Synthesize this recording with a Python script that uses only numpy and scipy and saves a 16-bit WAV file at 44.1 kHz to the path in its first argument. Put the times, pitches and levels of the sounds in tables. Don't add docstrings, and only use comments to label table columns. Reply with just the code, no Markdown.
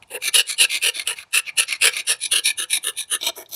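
import sys
import numpy as np
from scipy import signal
from scipy.fft import rfft, irfft
from scipy.io import wavfile
from scipy.ndimage import uniform_filter1d, minimum_filter1d

SR = 44100
rng = np.random.default_rng(int(sys.argv[2]) if len(sys.argv) > 2 else 0)


def transcribe(signal):
    frames = np.atleast_2d(signal).T
    limited = np.clip(frames, -1, 1)
    pcm = np.round(limited * 32767).astype(np.int16)
    wavfile.write(sys.argv[1], SR, pcm)


N = 156555

# start_s, length_s, attack_s, release_s, swell_db (start to end), thrum_db, wood_db, rasp_db,
# hiss_db, fizz_db, sheen_db, ring_early_hz, ring_late_hz
PUSHES = [(0.081, 0.1, 0.056, 0.015, 6.5, -35, -42.5, -35.5, -48.5, -39, -40.5, 2860, 2750),
          (0.329, 0.1, 0.027, 0.04, -1.5, -36, -29, -18, -19, -20, -28.5, 2870, 2770),
          (0.574, 0.091, 0.021, 0.037, 15, -39, -31, -16.5, -19.5, -18.5, -33, 2810, 2660),
          (0.803, 0.11, 0.056, 0.033, -5, -35, -31, -19.5, -25, -23.5, -32.5, 2690, 2790),
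          (1.051, 0.1, 0.057, 0.029, -17.5, -41.5, -33.5, -27.5, -34.5, -28, -41, 2800, 2730),
          (1.318, 0.094, 0.038, 0.032, -3.5, -46.5, -28, -19.5, -25, -21.5, -30.5, 2690, 2750),
          (1.565, 0.087, 0.03, 0.045, -3, -41, -30, -20, -24, -19.5, -31.5, 2720, 2600),
          (1.806, 0.11, 0.037, 0.048, -9, -31.5, -23.5, -18, -21.5, -20, -32, 2600, 2330),
          (2.057, 0.11, 0.063, 0.049, -11.5, -37, -29.5, -25, -23, -19, -38, 2780, 2560),
          (2.305, 0.11, 0.035, 0.033, -10.5, -41, -32.5, -23, -24, -22, -35.5, 2810, 2910),
          (2.571, 0.086, 0.027, 0.019, -8, -46, -34.5, -31.5, -31.5, -27, -43, 2880, 3140),
          (2.825, 0.097, 0.03, 0.041, -1, -42.5, -36.5, -32, -36, -25.5, -38, 2700, 2930),
          (3.088, 0.088, 0.062, 0.037, 2, -40, -30, -26.5, -29, -18.5, -39, 3000, 3380),
          (3.347, 0.109, 0.038, 0.05, -5, -40, -46.5, -53, -60, -41, -44, 2800, 3080)]
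PULLS = [(0.207, 0.097, 0.031, 0.038, 21, -50, -38, -29, -27.5, -30.5, -35, 2430, 2320),
         (0.457, 0.099, 0.043, 0.035, -0.5, -55.5, -37, -40.5, -28.5, -28, -46, 2220, 2280),
         (0.686, 0.11, 0.045, 0.045, -5.5, -48.5, -38, -26, -25, -31.5, -38, 2430, 2400),
         (0.924, 0.12, 0.045, 0.043, 0, -50.5, -41, -41.5, -31, -36.5, -48, 2520, 2170),
         (1.144, 0.096, 0.033, 0.016, 1.5, -65.5, -47, -45.5, -44, -49.5, -54, 2170, 2080),
         (1.434, 0.079, 0.055, 0.039, 11, -55, -42, -31, -38.5, -63, -53, 2750, 2370),
         (1.663, 0.12, 0.032, 0.06, -3.5, -53.5, -35, -34.5, -30.5, -38.5, -54, 2450, 2340),
         (1.909, 0.12, 0.023, 0.056, 23.5, -53, -45, -31.5, -32, -38.5, -45, 2420, 2460),
         (2.192, 0.094, 0.061, 0.041, 2.5, -54.5, -43.5, -34.5, -26, -24, -58, 2380, 2430),
         (2.428, 0.1, 0.037, 0.043, 0, -48.5, -32, -25.5, -21, -24, -32, 2300, 2550),
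         (2.689, 0.097, 0.024, 0.031, 15, -51, -40, -31, -26, -25, -34, 2403, 2440),
         (2.952, 0.099, 0.036, 0.052, 3, -58, -46.5, -39, -30, -29, -40, 2440, 2350),
         (3.197, 0.11, 0.033, 0.039, 29, -38.5, -46.5, -29, -33, -32, -41, 2300, 2350),
         (3.495, 0.13, 0.079, 0.023, 10, -37, -43, -34, -27.5, -27.5, -23, 2590, 2340)]
BAND_BORDERS_HZ = [1000, 2000, 3400, 6700, 11300]
PUSH_LAGS_S = [0.0049, 0.005, -0.00055, 0.0011, -0.0027, 0.0013]
PULL_LAGS_S = [0.009, 0.0075, 0.001, 0.0023, .001, .002]
BITE_EXPONENTS = [1.27, 0.9, 0.99, 0.94, 1.24, 1.3]
# freq_hz, colour_db
PUSH_FIRST_GRIP = [(120, -73), (200, -39.5), (365, -28.5), (446, -13.5), (702, -28), (812, -29),
                   (957, -21.5), (1070, -31), (1350, -18.5), (1450, -22), (1710, -11.5), (2020, -18),
                   (2650, 2.5), (2960, 1), (3300, -8.5), (4180, -7.5), (5010, -18.5), (5590, -14),
                   (6830, -24), (7620, -7), (8200, -13), (8980, -4.5), (10600, -1), (11400, -11),
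                   (15500, -26)]
PUSH_LATER_GRIP = [(120, -69), (200, -31), (479, -9), (641, -29), (957, -49), (1030, -12.5), (1130, -15),
                   (1230, -3), (1430, -13.5), (1740, 4), (1980, -17.5), (2170, -3.5), (2290, -19),
                   (2850, 5), (3300, -2.5), (3820, 3), (4660, -16), (5390, -18.5), (6240, -7), (6960, -22),
                   (8200, -20.5), (9660, -3), (10800, -5), (11800, -12), (15500, -22)]
PULL_FIRST_GRIP = [(120, -69), (200, -40.5), (358, -27), (534, -30.5), (690, -19), (842, -41.5),
                   (1210, -15), (1330, -21), (1710, -7.5), (1910, -21), (2090, 1), (2420, 6.5), (2700, 1.5),
                   (3300, -9), (4330, -9), (4920, -23.5), (6020, -15), (6710, -27.5), (7220, -18),
                   (7760, -24), (10400, -7), (11600, -25), (12700, -19), (13600, -32), (15500, -37.5)]
PULL_LATER_GRIP = [(120, -76), (200, -46), (321, -27.5), (554, -51), (677, -32.5), (798, -29), (940, -21.5),
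                   (1050, -25.5), (1260, -31), (1450, -45.5), (1740, -5), (1980, -22.5), (2210, -5.5),
                   (2330, 4.5), (3300, -1.5), (3890, 4.5), (4330, -4.5), (4920, -26), (5700, -3.5),
                   (7090, -17.5), (9140, -5.5), (10400, 5.5), (11600, -14), (12700, -14), (15500, -44)]
# freq_hz, colour_db
TURNED_BLADE = [(120, -45), (200, -29.5), (358, -6.5), (515, -15.5), (665, -3.5), (812, -19.5), (940, -7),
                (1050, -21.5), (1350, -7.5), (1560, -26), (1810, -19.5), (1980, -28), (2290, -5.5),
                (2650, -17), (3120, -6.5), (3750, 6.5), (4180, 3), (4580, -12), (5800, -2.5), (7090, -34),
                (7760, -25.5), (10000, -30.5), (10800, -22.5), (12500, -20.5), (15500, -35)]
# mode_hz, width_hz, lift_db
LIMB_MODES = [(344, 23, 3), (502, 18, 7), (954, 23, 3.5), (1333, 15, 4.5), (1432, 26, 3.5),
              (1518, 13, -2.5), (1880, 140, 1), (2345, 23, 2), (2590, 40, -3), (3710, 28, 0.5),
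              (4580, 13, 4.5), (9600, 68, 2), (10850, 200, -1)]
# start_s, level_db
SNAGS = [(.024, -36.5), (.033, -40.5), (.223, -21.5), (0.246, -34), (.343, -13), (.382, -12.5), (0.613, -8),
         (.631, -13.5), (.827, -20), (.961, -32), (0.996, -13), (1.074, -11.5), (1.187, -27), (1.479, -44),
         (1.49, -29), (1.497, -32), (1.582, -15.5), (1.708, -21), (1.725, -10), (1.854, -7.5), (1.935, -22),
         (1.966, -11.5), (2.319, -22), (2.457, -9), (2.679, -59), (2.73, -10), (2.841, -25.5),
         (2.883, -15.5), (2.935, -45), (2.984, -19.5), (3.193, -52), (3.211, -22.5), (3.229, -18),
         (3.355, -43), (3.46, -41)]
# freq_hz, t60_s
ROOM_DECAY = [(200, 0.8), (1000, 0.55), (4000, 0.25), (9000, 0.14), (15000, 0.056)]
# freq_hz, colour_db
RUMBLE_COLOUR = [(20, -40), (50, -1.5), (110, 2.5), (200, -4), (400, -11.5), (900, 0.5), (3000, -42),
                 (16000, -55)]
# freq_hz, colour_db
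AIR_COLOUR = [(20, -10), (200, -4), (800, -5), (1500, 0), (4000, 0), (10000, -7.5), (16000, -37)]

AIR_DB, ROOM_DB = -68, -25
RUMBLE_DB, RUMBLE_SWELL_DB, RUMBLE_SWELL_HZ = -62, 3.5, 18
GRIP_FROM_S, GRIP_TO_S = 1.86, 2.67
TURN_S = 3.19
SHIFT_DB, SHIFT_WIDTH_HZ = 4, 260
RING_DB, RING_WIDTH_HZ = 9, 180
SNAG_RISE_S, SNAG_FALL_S = 0.00036, 0.0038
FRACTURES_PER_S, SIZE_SPREAD_DB = 4000, 3
SMOOTH_SHARE = 0.39
JUDDER_DB, JUDDER_HZ, CHATTER_DB, CHATTER_HZ = 2.44, 69.6, 3.5, 223
GRIP_LIMIT_DB = 2
BRUSH_DB, BRUSH_LEAD_S, BRUSH_TRAIL_S = -30, 0.011, 0.013
CEILING = 0.95
LOW_CUT_HZ, HIGH_CUT_HZ = 25, 15700
TAPS = 4096
HZ = np.fft.rfftfreq(TAPS, 1 / SR)


def amp(db):
    return 10 ** (np.asarray(db) / 20)


def unit(x):
    return x / np.sqrt(np.mean(x ** 2) + 1e-20)


def read(points, hz):
    points_hz, value = np.transpose(points)
    return np.interp(np.log(hz + 1), np.log(points_hz + 1), value)


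def add(mix, start_s, sound):
    part = mix[max(round(start_s * SR), 0):][:len(sound)]
    part += sound[:len(part)]


def ramp(u):
    return np.sin(np.pi / 2 * np.clip(u, 0, 1)) ** 2


def wander(rate_hz):
    spectrum = rfft(rng.standard_normal(N))
    rolloff = (1 + (np.fft.rfftfreq(N, 1 / SR) / rate_hz) ** 2) ** 2
    return unit(irfft(spectrum / rolloff, N))


def noise(colour):
    spectrum = rfft(rng.standard_normal(N))
    return unit(irfft(spectrum * amp(read(colour, np.fft.rfftfreq(N, 1 / SR))), N))


def air():
    return amp(AIR_DB) * noise(AIR_COLOUR)


def rumble():
    swell = amp(RUMBLE_SWELL_DB * wander(RUMBLE_SWELL_HZ))
    return amp(RUMBLE_DB) * unit(noise(RUMBLE_COLOUR) * swell)


def room(x):
    hz, t, z = signal.stft(rng.standard_normal(SR // 2), SR, nperseg=256)
    decay = amp(-60 * t / read(ROOM_DECAY, hz)[:, None])
    tail = signal.istft(z * decay, SR, nperseg=256)[1]
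    tail = tail * np.minimum(np.arange(len(tail)) / SR / 0.0027, 1)
    return amp(ROOM_DB) * signal.fftconvolve(x, tail / np.linalg.norm(tail))[:N]


def causal(gain):
    log_gain = np.log(np.maximum(gain, gain.max() * 1e-5))
    circle = np.concatenate([log_gain, log_gain[-2:0:-1]])
    return np.exp(np.conj(signal.hilbert(circle)))[:len(gain)]


def body(first, later, s):
    grip = np.clip((s - GRIP_FROM_S) / (GRIP_TO_S - GRIP_FROM_S), 0, 1)
    if s > TURN_S:
        colour_db = read(TURNED_BLADE, HZ)
    else:
        colour_db = (1 - grip) * read(first, HZ) + grip * read(later, HZ)
    modes_db = sum(lift_db / (1 + (2 * (HZ - mode_hz) / width_hz) ** 2)
                   for mode_hz, width_hz, lift_db in LIMB_MODES)
    return amp(colour_db + modes_db)


def contact():
    rough = rng.standard_normal(len(HZ))
    kernel = np.exp(-(2 * (HZ[:201] - HZ[100]) / SHIFT_WIDTH_HZ) ** 2)
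    return SHIFT_DB * unit(signal.fftconvolve(rough, kernel, "same"))


def bands():
    below = [1 / (1 + (HZ / hz) ** 14) for hz in BAND_BORDERS_HZ]
    return np.diff([0 * HZ] + below + [0 * HZ + 1], axis=0)


def blade_ring(x, hz, width_hz):
    turn = np.exp(2j * np.pi * np.cumsum(hz) / SR)
    pole = np.exp(-np.pi * width_hz / SR)
    return 2 * (turn * signal.lfilter([1 - pole], [1, -pole], x / turn)).real


def snag(start_s, level_db):
    pushing = any(row[0] < start_s < row[0] + row[1] for row in PUSHES)
    first, later = (PUSH_FIRST_GRIP, PUSH_LATER_GRIP) if pushing else (PULL_FIRST_GRIP, PULL_LATER_GRIP)
    impulse = irfft(causal(unit(body(first, later, start_s))))
    t = np.arange(TAPS // 2) / SR
    envelope = np.minimum(t / SNAG_RISE_S, 1) * np.exp(-t / SNAG_FALL_S)
    burst = envelope * rng.standard_normal(len(t))
    return start_s, amp(level_db) * signal.fftconvolve(burst, impulse)


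def fractures():
    sizes_db = SIZE_SPREAD_DB * np.minimum(rng.exponential(1, N), 3.3)
    sizes = amp(sizes_db) * rng.choice([-1, 1], N)
    snaps = unit(sizes * (rng.random(N) < FRACTURES_PER_S / SR))
    force = np.sqrt(1 - SMOOTH_SHARE) * snaps + np.sqrt(SMOOTH_SHARE) * rng.standard_normal(N)
    grip_db = JUDDER_DB * wander(JUDDER_HZ) + CHATTER_DB * wander(CHATTER_HZ)
    limited_db = np.minimum(grip_db, GRIP_LIMIT_DB * np.tanh(abs(grip_db) / GRIP_LIMIT_DB))
    return unit(force * amp(limited_db))


def stroke(force, row, first, later, lags_s):
    start_s, length_s, attack_s, release_s, swell_db, *levels_db, early_hz, late_hz = row
    lead, pad = TAPS // 2, TAPS // 16
    t = (np.arange(TAPS * 3) - lead) / SR
    drive = np.take(force, round(start_s * SR) - lead + np.arange(len(t)), mode="wrap")
    travel = np.clip(t / length_s, 0, 1)
    near, far = (causal(body(first, later, start_s) * amp(contact())) for _ in range(2))
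    ring_hz = early_hz + (late_hz - early_hz) * ramp(2 * travel - 0.5)
    out = 0
    for band, level_db, lag_s, exponent in zip(bands(), levels_db, lags_s, BITE_EXPONENTS):
        u = t - lag_s
        bite = (ramp(u / attack_s) * ramp((length_s - u) / release_s)) ** exponent
        bite = bite * amp(swell_db * (travel - 0.5))
        brush = amp(BRUSH_DB) * ramp(u / BRUSH_LEAD_S + 1) * ramp((length_s - u) / BRUSH_TRAIL_S + 1)
        effort = np.hypot(bite, brush)
        sound = 0
        for response, weight in ((near, 1 - travel), (far, travel)):
            impulse = np.roll(irfft(response * band), pad)
            sound = sound + signal.fftconvolve(drive * effort * weight, impulse)[pad:][:len(t)]
        sound = sound + (amp(RING_DB) - 1) * blade_ring(sound, ring_hz, RING_WIDTH_HZ)
        out = out + amp(level_db) * np.sqrt(np.mean(effort ** 2)) * unit(sound)
    return start_s - lead / SR, out


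def scene():
    force, blade = fractures(), np.zeros(N)
    for row in PUSHES:
        add(blade, *stroke(force, row, PUSH_FIRST_GRIP, PUSH_LATER_GRIP, PUSH_LAGS_S))
    for row in PULLS:
        add(blade, *stroke(force, row, PULL_FIRST_GRIP, PULL_LATER_GRIP, PULL_LAGS_S))
    for row in SNAGS:
        add(blade, *snag(*row))
    return (blade + room(blade) + rumble() + air())[None]


def record(dry):
    gain = CEILING / np.maximum(abs(dry), CEILING)
    gain = uniform_filter1d(minimum_filter1d(gain, size=129), size=129)
    low_cut = signal.butter(2, LOW_CUT_HZ, "high", fs=SR, output="sos")
    held = signal.sosfilt(low_cut, dry * gain)
    high_cut = signal.firwin(401, HIGH_CUT_HZ, window=("kaiser", 9), fs=SR)
    return signal.oaconvolve(held, high_cut[None], "same")


dry = scene()
out = record(dry)
transcribe(out)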